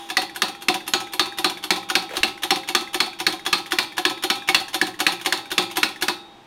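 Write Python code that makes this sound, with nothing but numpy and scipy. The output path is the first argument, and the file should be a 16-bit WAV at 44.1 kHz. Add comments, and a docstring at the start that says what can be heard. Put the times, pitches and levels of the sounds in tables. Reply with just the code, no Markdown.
"""Hand-pumped hydraulic shop press

Close up in a small workshop, about four strokes a second. Each stroke: the loose lever takes up
its play with a rattle, clacks against its stop, rebounds and ticks on the way back. The steel
linkage rings; the heavy frame answers a moment later. The workpiece is nudged once over its plate."""
import sys
import numpy as np
from scipy import signal
from scipy.fft import rfft, irfft, next_fast_len
from scipy.io import wavfile
from scipy.ndimage import uniform_filter1d

SR = 44100
rng = np.random.default_rng(int(sys.argv[2]) if len(sys.argv) > 2 else 0)


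def wav_record(signal):
    """Record a signal, one row per channel, as 16-bit PCM in the file named by sys.argv[1]."""
    frames = np.transpose(np.atleast_2d(signal))
    bounded = np.clip(frames, -1, 1)
    # unit amplitude maps onto the largest positive 16-bit level
    quanta = np.round(bounded * 32767).astype(np.int16)
    wavfile.write(sys.argv[1], SR, quanta)


N = 284886
AGE_S = np.arange(SR * 3 // 4) / SR

# modes of bars and plates, lever, frame (knock, hollow note), valve: f/Hz, level/dB, t60/s
STEEL_MODES = [(338, -8.5, 1.6), (804, -5.5, 1.3), (864, -8, .5), (979, -5, .33), (1082, 2.5, .32),
               (1086, -11, 1.2), (1302, -3.5, .45), (2341, -1, .2), (2409, -5, .55), (2602, -9, .5),
               (2672, -5, .4), (3288, -12, 1.2), (3418, -.5, .25), (3459, -11, 1.1), (3530, -4.5, .2),
               (3624, -3, .45), (3731, 4, .36), (3752, -3, .9), (4060, -10, .5), (4243, 7, .23),
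               (4426, -1, .33), (4598, -6, .33), (4720, -4, .3), (5415, -14, .35)]
LEVER_MODES = [(1211, -2, .072), (1468, 0, .05), (1701, 3, .045), (1910, 0, .035), (2231, -7.5, .076),
               (2600, -4, .072), (2810, 2, .023), (3115, -4.5, .02), (3420, -1.5, .1), (3640, -6.5, .15),
               (3853, -3, .055), (4184, -2.5, .055), (4365, 0, .049), (4460, -8.5, .11), (5202, -16.5, .13),
               (5460, -10, .08), (6760, -8.5, .034)]
KNOCK_MODES = [(122, -21.5, .22), (188, -13, .14), (255, -12, .08), (316, 4, .1), (361, 4, .11),
               (410, -13, .07)]
HOLLOW_MODES = [(553.5, -22, 0.28), (765.6, 7.5, 0.086), (824.5, -4, 0.1), (1006.7, 7, 0.058)]
VALVE_MODES = [(1680, 1.5, 0.073), (1994, 10.5, 0.022), (2206, 11.3, 0.023)]
# noise spectra of the contacts and the room air: f/Hz, relative level/dB
CHINK_SPECTRUM = [(200, -11.5), (600, -5), (950, 6), (1300, 1), (2600, 3), (3550, 7), (4300, -4),
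                  (5300, -2), (7200, -4.5), (7850, -21), (8500, -4), (11300, -9), (15500, -16)]
CRACK_SPECTRUM = [(40, -39), (150, -51), (300, -0.5), (600, -22.5), (1000, -7.5), (1600, 1), (3000, 2),
                  (4400, -7.5), (5200, -3), (7900, -12.5), (10000, -13.5), (15500, -21)]
JANGLE_SPECTRUM = [(60, -56), (200, 6.5), (500, 0.5), (1000, 5), (2200, 0), (3200, 2), (4300, 9),
                   (5200, -9), (7200, -14), (7850, -15.5), (8500, -7.5), (11000, -17.5), (15500, -24)]
PIN_SPECTRUM = [(1000, -50), (6000, -28), (8400, 2.5), (9300, -1), (10200, -24), (11200, 9),
                (12300, 0), (15500, -17)]
SCRAPE_SPECTRUM = [(100, -28), (360, -11), (440, 10), (600, -1), (900, -7), (2800, -6.5),
                   (5000, -20), (15000, -29)]
AIR_SPECTRUM = [(20, -21), (80, -21), (120, -12), (200, -13), (336, -5), (560, -17), (800, -9), (1500, -19),
                (3500, -22), (6000, -32), (16000, -48)]
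# lever takes up its play, firmer as pumping goes on: t/s, level/dB, pin glint/dB
TAKE_UPS = [(0.1011, -14, -53), (0.36, -17.5, -33.5), (0.622, -21.5, -41), (0.8782, -15, -28.5),
            (1.1346, -15, -29.5), (1.3858, -11, -32), (1.6395, -14.5, -33), (1.9003, -8.5, -48),
            (2.169, -9, -35), (2.434, -8, -32), (2.688, -9, -37), (2.9439, -7.5, -34), (3.2009, -10.5, -43),
            (3.4636, -8, -40), (3.7208, -6.5, -33), (3.9805, -8, -32), (4.2368, -6, -34),
            (4.4881, -4.5, -36), (4.7437, -7, -30), (5.003, -5.5, -29), (5.2606, -5, -33),
            (5.5162, -10, -34), (5.77, -6, -24), (6.0235, -6, -29)]
# lever hits its stop: t/s, level/dB, knock/dB re level, ring/dB re level, floor thud/dB, focus f/Hz
CLACKS = [(.169, -3, -22, -31.5, -60.5, 1970), (0.4196, -1, -24, -35.5, -57, 1620),
          (0.6842, -1.5, -16, -34.5, -58, 2100), (0.9358, -3, -15.5, -28.5, -51, 3880),
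          (1.1945, -1, -18.5, -31, -38, 3930), (1.4441, -1.5, -16.5, -32, -58, 1630),
          (1.7055, -.5, -19, -32, -44, 2070), (1.953, 0, -23, -32.5, -45, 2600),
          (2.2319, -2.5, -24.5, -32, -51.5, 2730), (2.5061, -1, -16, -30.5, -63.5, 1620),
          (2.7493, -0.5, -22.5, -31, -38, 1205), (3.003, -1, -23.5, -33, -51, 1190),
          (3.2661, -1, -22.5, -38, -45, 1700), (3.5285, -1, -25, -32.5, -52, 1700),
          (3.786, -2, -29, -33, -50, 1510), (4.0515, -4, -15.5, -28, -54, 3350),
          (4.3007, -2.5, -21, -30, -52, 1900), (4.5456, 1.5, -30, -36, -38, 2700),
          (4.814, -4, -14.5, -37, -59, 1880), (5.0659, 0, -31, -33, -55, 2510),
          (5.324, -3, -23.5, -32.5, -52, 1970), (5.5797, -0.5, -15.5, -30, -53, 3570),
          (5.8305, -1.5, -24, -36.5, -43, 2880), (6.082, -3, -20.5, -34.5, -55, 1780)]
# lever rebounds: t/s, level/dB
REBOUNDS = [(0.2181, -21.5), (0.483, -24.5), (.742, -18), (1.0029, -23), (1.258, -27), (1.4976, -21.5),
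            (1.7614, -22.5), (2.0217, -28.5), (2.2777, -25.5), (2.5588, -21), (2.809, -25.5), (3.0615, -28),
            (3.3247, -22.5), (3.5811, -25), (3.8276, -25), (4.0973, -21), (4.3536, -25), (4.6015, -24),
            (4.8684, -22.5), (5.121, -20), (5.3747, -25.5), (5.6242, -23), (5.8889, -29)]
# pin catches on the way back: t/s, level/dB
CATCHES = [(1.5742, -31), (3.6631, -28), (4.683, -25.5), (5.213, -24), (5.7126, -23.5)]
# workshop decay: f/Hz, t60/s
ROOM_DECAY = [(100, 1), (500, 0.33), (2500, 0.32), (6000, 0.32), (15000, 0.31)]

TYPICAL_TAKE_UP_DB, TYPICAL_CLACK_DB, TYPICAL_THUD_DB = -7, -3.5, -50
SLIDE_LEAD_S, SLIDE_DB, SQUEAK_HZ = 0.013, -29.5, 2870
CRACK_DB, CLANK_DB, JANGLE_DB = -6.5, -21.5, -19.5  # re clack level
FOCUS_DB, FOCUS_OCT = 6, 0.083  # the contact point favours one band
TURN_JITTER_S, VALVE_DB, TICK_DB = 0.0036, -40, -35
WALL_S, WALL_DB, ROOM_DB, AIR_DB = 0.0135, -18, -10.5, -49


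def amp(db):
    """Decibels to gain."""
    return 10 ** (np.asarray(db) / 20)


def unit_rms(x):
    """Scale to rms 1."""
    return x / np.sqrt(np.mean(x ** 2) + 1e-20)


def along(points, hz):
    """Interpolate (f/Hz, value) points on a log axis."""
    f, value = np.transpose(points)
    return np.interp(np.log(hz + 1), np.log(f + 1), value)


def filtered(x, response):
    """Apply the zero-phase gain response(hz)."""
    size = next_fast_len(len(x) + 2048)
    return irfft(rfft(x, size) * response(np.fft.rfftfreq(size, 1 / SR)), size)[:len(x)]


def treble(x, gain_db):
    """High shelf at 4.8 kHz."""
    return filtered(x, lambda hz: amp(gain_db * hz ** 4 / (hz ** 4 + 4800.0 ** 4)))


def bass(x, gain_db):
    """Low shelf at 240 Hz."""
    return filtered(x, lambda hz: amp(gain_db / (1 + (hz / 240) ** 6)))


def noise(spectrum, size=len(AGE_S)):
    """Coloured noise, rms 1."""
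    return unit_rms(filtered(rng.standard_normal(size), lambda hz: amp(along(spectrum, hz))))


def fade(t60_s, age_s=AGE_S):
    """Exponential decay."""
    return np.exp(-np.log(1000) * age_s / t60_s)


def rise(rise_s, power=1, age_s=AGE_S):
    """Onset from 0 to 1; a higher power holds it back, then steepens it."""
    return 1 - np.exp(-(age_s / rise_s) ** power)


def add(track, t_s, sound):
    """Mix sound into track at t_s."""
    start = max(round(t_s * SR), 0)
    part = track[start:start + len(sound)]
    part += sound[:len(part)]


def ring(modes, scatter_db, detune):
    """Damped modes; each blow lands differently and shares itself out anew."""
    hz, db, t60_s = np.transpose(modes)[:, :, None]
    size, pitch, phase = rng.standard_normal((3, len(modes), 1))
    tones = np.sin(2 * np.pi * (hz * (1 + detune * pitch) * AGE_S + phase))
    return np.sum(amp(db + scatter_db * size) * fade(t60_s) * tones, axis=0)


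def steel():
    """Bars and plates: thin tones that last from stroke to stroke."""
    return ring(STEEL_MODES, scatter_db=2.5, detune=0.0003)


def slides():
    """The pin sticks and slips before it seats: a scuff, plus a squeak when pressed firmly."""
    out = np.zeros(N)
    for t_s, db, _ in TAKE_UPS:
        firmer_db = db - TYPICAL_TAKE_UP_DB
        scuff = noise(CHINK_SPECTRUM) * fade(0.21) * rise(0.0011)
        squeak_hz = SQUEAK_HZ * (1 + 0.029 * rng.standard_normal())
        squeak = np.sin(2 * np.pi * squeak_hz * AGE_S) * np.exp(-((AGE_S - 0.004) / 0.0039) ** 2)
        slip = scuff + amp(-5 + 0.7 * firmer_db) * squeak
        add(out, t_s - SLIDE_LEAD_S, amp(SLIDE_DB + 0.83 * firmer_db) * slip)
    return out


def take_ups():
    """The pin seats with a chink, duller when firm, and lightly loads the frame."""
    out = np.zeros(N)
    for t_s, db, glint_db in TAKE_UPS:
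        firmer_db = db - TYPICAL_TAKE_UP_DB
        chink = treble(noise(CHINK_SPECTRUM), -0.5 - 0.12 * firmer_db) * fade(0.083)
        seat = amp(-11) * chink + amp(-22) * lever() + amp(-33.5) * steel()
        add(out, t_s, amp(db) * seat + amp(glint_db) * pin())
        answer = frame(knock_db=db - 13.5, hollow_db=db - 10.5, swell_s=0.02)
        add(out, t_s - 0.004, bass(answer, -6.5))
    return out


def lever():
    """Short, bright clank, damped by the hand."""
    return ring(LEVER_MODES, scatter_db=5.5, detune=0.0056)


def pin():
    """High glint of the small hard pin; modes too dense to resolve."""
    return noise(PIN_SPECTRUM) * fade(0.091)


def frame(knock_db, hollow_db, swell_s):
    """The heavy frame is slow to move: deep knock first, then a hollow note."""
    knock = amp(knock_db) * ring(KNOCK_MODES, scatter_db=1.5, detune=0.01)
    hollow = amp(hollow_db) * ring(HOLLOW_MODES, scatter_db=3.5, detune=0.016)
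    return knock * rise(0.69 * swell_s, power=4) + hollow * rise(swell_s, power=4)


def clacks():
    """Lever on stop, steel on steel: crack, clank, jangle of loose parts, long ring, frame knock."""
    out = np.zeros(N)
    # pumping is under way at t = 0: steel and loose parts still sound
    add(out, 0, amp(-28) * steel()[SR // 5:])
    add(out, 0, amp(-42.5) * noise(CHINK_SPECTRUM) * fade(0.78))
    for (t_s, db, knock_db, ring_db, thud_db, focus_hz), (_, take_up_db, _) in zip(CLACKS, TAKE_UPS):
        dull_db = 0.2 * (db - TYPICAL_CLACK_DB)
        crack = treble(noise(CRACK_SPECTRUM), -0.5 - dull_db) * fade(0.031)
        jangle = treble(noise(JANGLE_SPECTRUM), 4 - dull_db) * fade(0.19)
        focus = lambda hz: amp(FOCUS_DB * np.exp(-(np.log2((hz + 1) / focus_hz) / FOCUS_OCT) ** 2))
        contact = filtered(amp(CRACK_DB) * crack + amp(CLANK_DB) * lever(), focus)
        blow = contact + amp(JANGLE_DB) * jangle + amp(ring_db) * steel()
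        # a heavier thud chokes the hollow note; a firmer push stirs the lowest modes
        hollow_db = -17.5 - 0.62 * (thud_db - TYPICAL_THUD_DB)
        bass_db = 2 + 0.48 * (take_up_db - TYPICAL_TAKE_UP_DB)
        answer = bass(frame(knock_db, hollow_db, swell_s=0.017), bass_db)
        add(out, t_s, amp(db) * (blow * rise(0.00043) + answer) + amp(thud_db) * thud())
    return out


def thud():
    """One low push into the floor."""
    return np.sin(2 * np.pi * 55 * AGE_S) * fade(0.046)


def rebounds():
    """The lever falls back across its play: sharp tick, short chatter."""
    out = np.zeros(N)
    for t_s, db in REBOUNDS:
        contact = noise(CHINK_SPECTRUM) * (amp(-4.5) * fade(0.11) + amp(-16.5) * fade(0.01))
        answer = frame(knock_db=-8.5, hollow_db=-1, swell_s=0.016)
        add(out, t_s, amp(db) * (contact + amp(-26) * lever() + amp(-32) * steel() + answer))
    return out


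def return_strokes():
    """The handle turns midway between clacks: dull valve snap, pin tick. At times the pin catches."""
    out = np.zeros(N)
    clack_s = np.array(CLACKS)[:, 0]
    for turn_s in clack_s[:-1] + 0.5 * np.diff(clack_s):
        snap = ring(VALVE_MODES, scatter_db=1, detune=0.09) * rise(0.00088)
        turn = amp(VALVE_DB) * snap + amp(TICK_DB) * tick()
        add(out, turn_s + TURN_JITTER_S * rng.standard_normal(), turn)
    for t_s, db in CATCHES:
        add(out, t_s, amp(db) * tick())
    return out


def tick():
    """A light touch of the pin."""
    return amp(-7) * noise(CHINK_SPECTRUM) * fade(0.1) + amp(-25) * pin()


def nudge(scrape_s=2.135, scrape_db=-32.5, bump_s=2.205, bump_db=-31):
    """The workpiece scrapes over its plate and settles with a bump."""
    push = amp(scrape_db) * np.exp(-((np.arange(N) / SR - scrape_s) / 0.037) ** 4)
    grit_db = 3 * unit_rms(uniform_filter1d(rng.standard_normal(N), size=200)) - 1
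    out = push * amp(grit_db) * noise(SCRAPE_SPECTRUM, size=N)
    add(out, bump_s, amp(bump_db) * thud())
    return out


def workshop(x):
    """Short diffuse room tail; bass lasts longest."""
    hz, t_s, bins = signal.stft(rng.standard_normal(len(AGE_S)), SR, nperseg=256)
    decay = fade(along(ROOM_DECAY, hz)[:, None], t_s)
    _, tail = signal.istft(bins * decay, SR, nperseg=256)
    tail *= rise(0.0016, age_s=np.arange(len(tail)) / SR)
    return signal.fftconvolve(x, tail / np.linalg.norm(tail))[:N]


def scene():
    """Press, echo of the nearest wall, room tail, steady air."""
    press = slides() + take_ups() + clacks() + rebounds() + return_strokes() + nudge()
    wall = np.zeros(N)
    add(wall, WALL_S, amp(WALL_DB) * press)
    room = amp(ROOM_DB) * workshop(press)
    air = amp(AIR_DB) * noise(AIR_SPECTRUM, size=N)
    return (press + wall + room + air)[None]


def record(dry):
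    """Soft peak limit, then a steep low-pass."""
    ceiling, cutoff_hz = 0.78, 15900
    rounded = dry[0] / (1 + (dry[0] / ceiling) ** 4) ** (1 / 4)
    return filtered(rounded, lambda hz: 1 / (1 + (hz / cutoff_hz) ** 120))[None]


dry = scene()
out = record(dry)
wav_record(out)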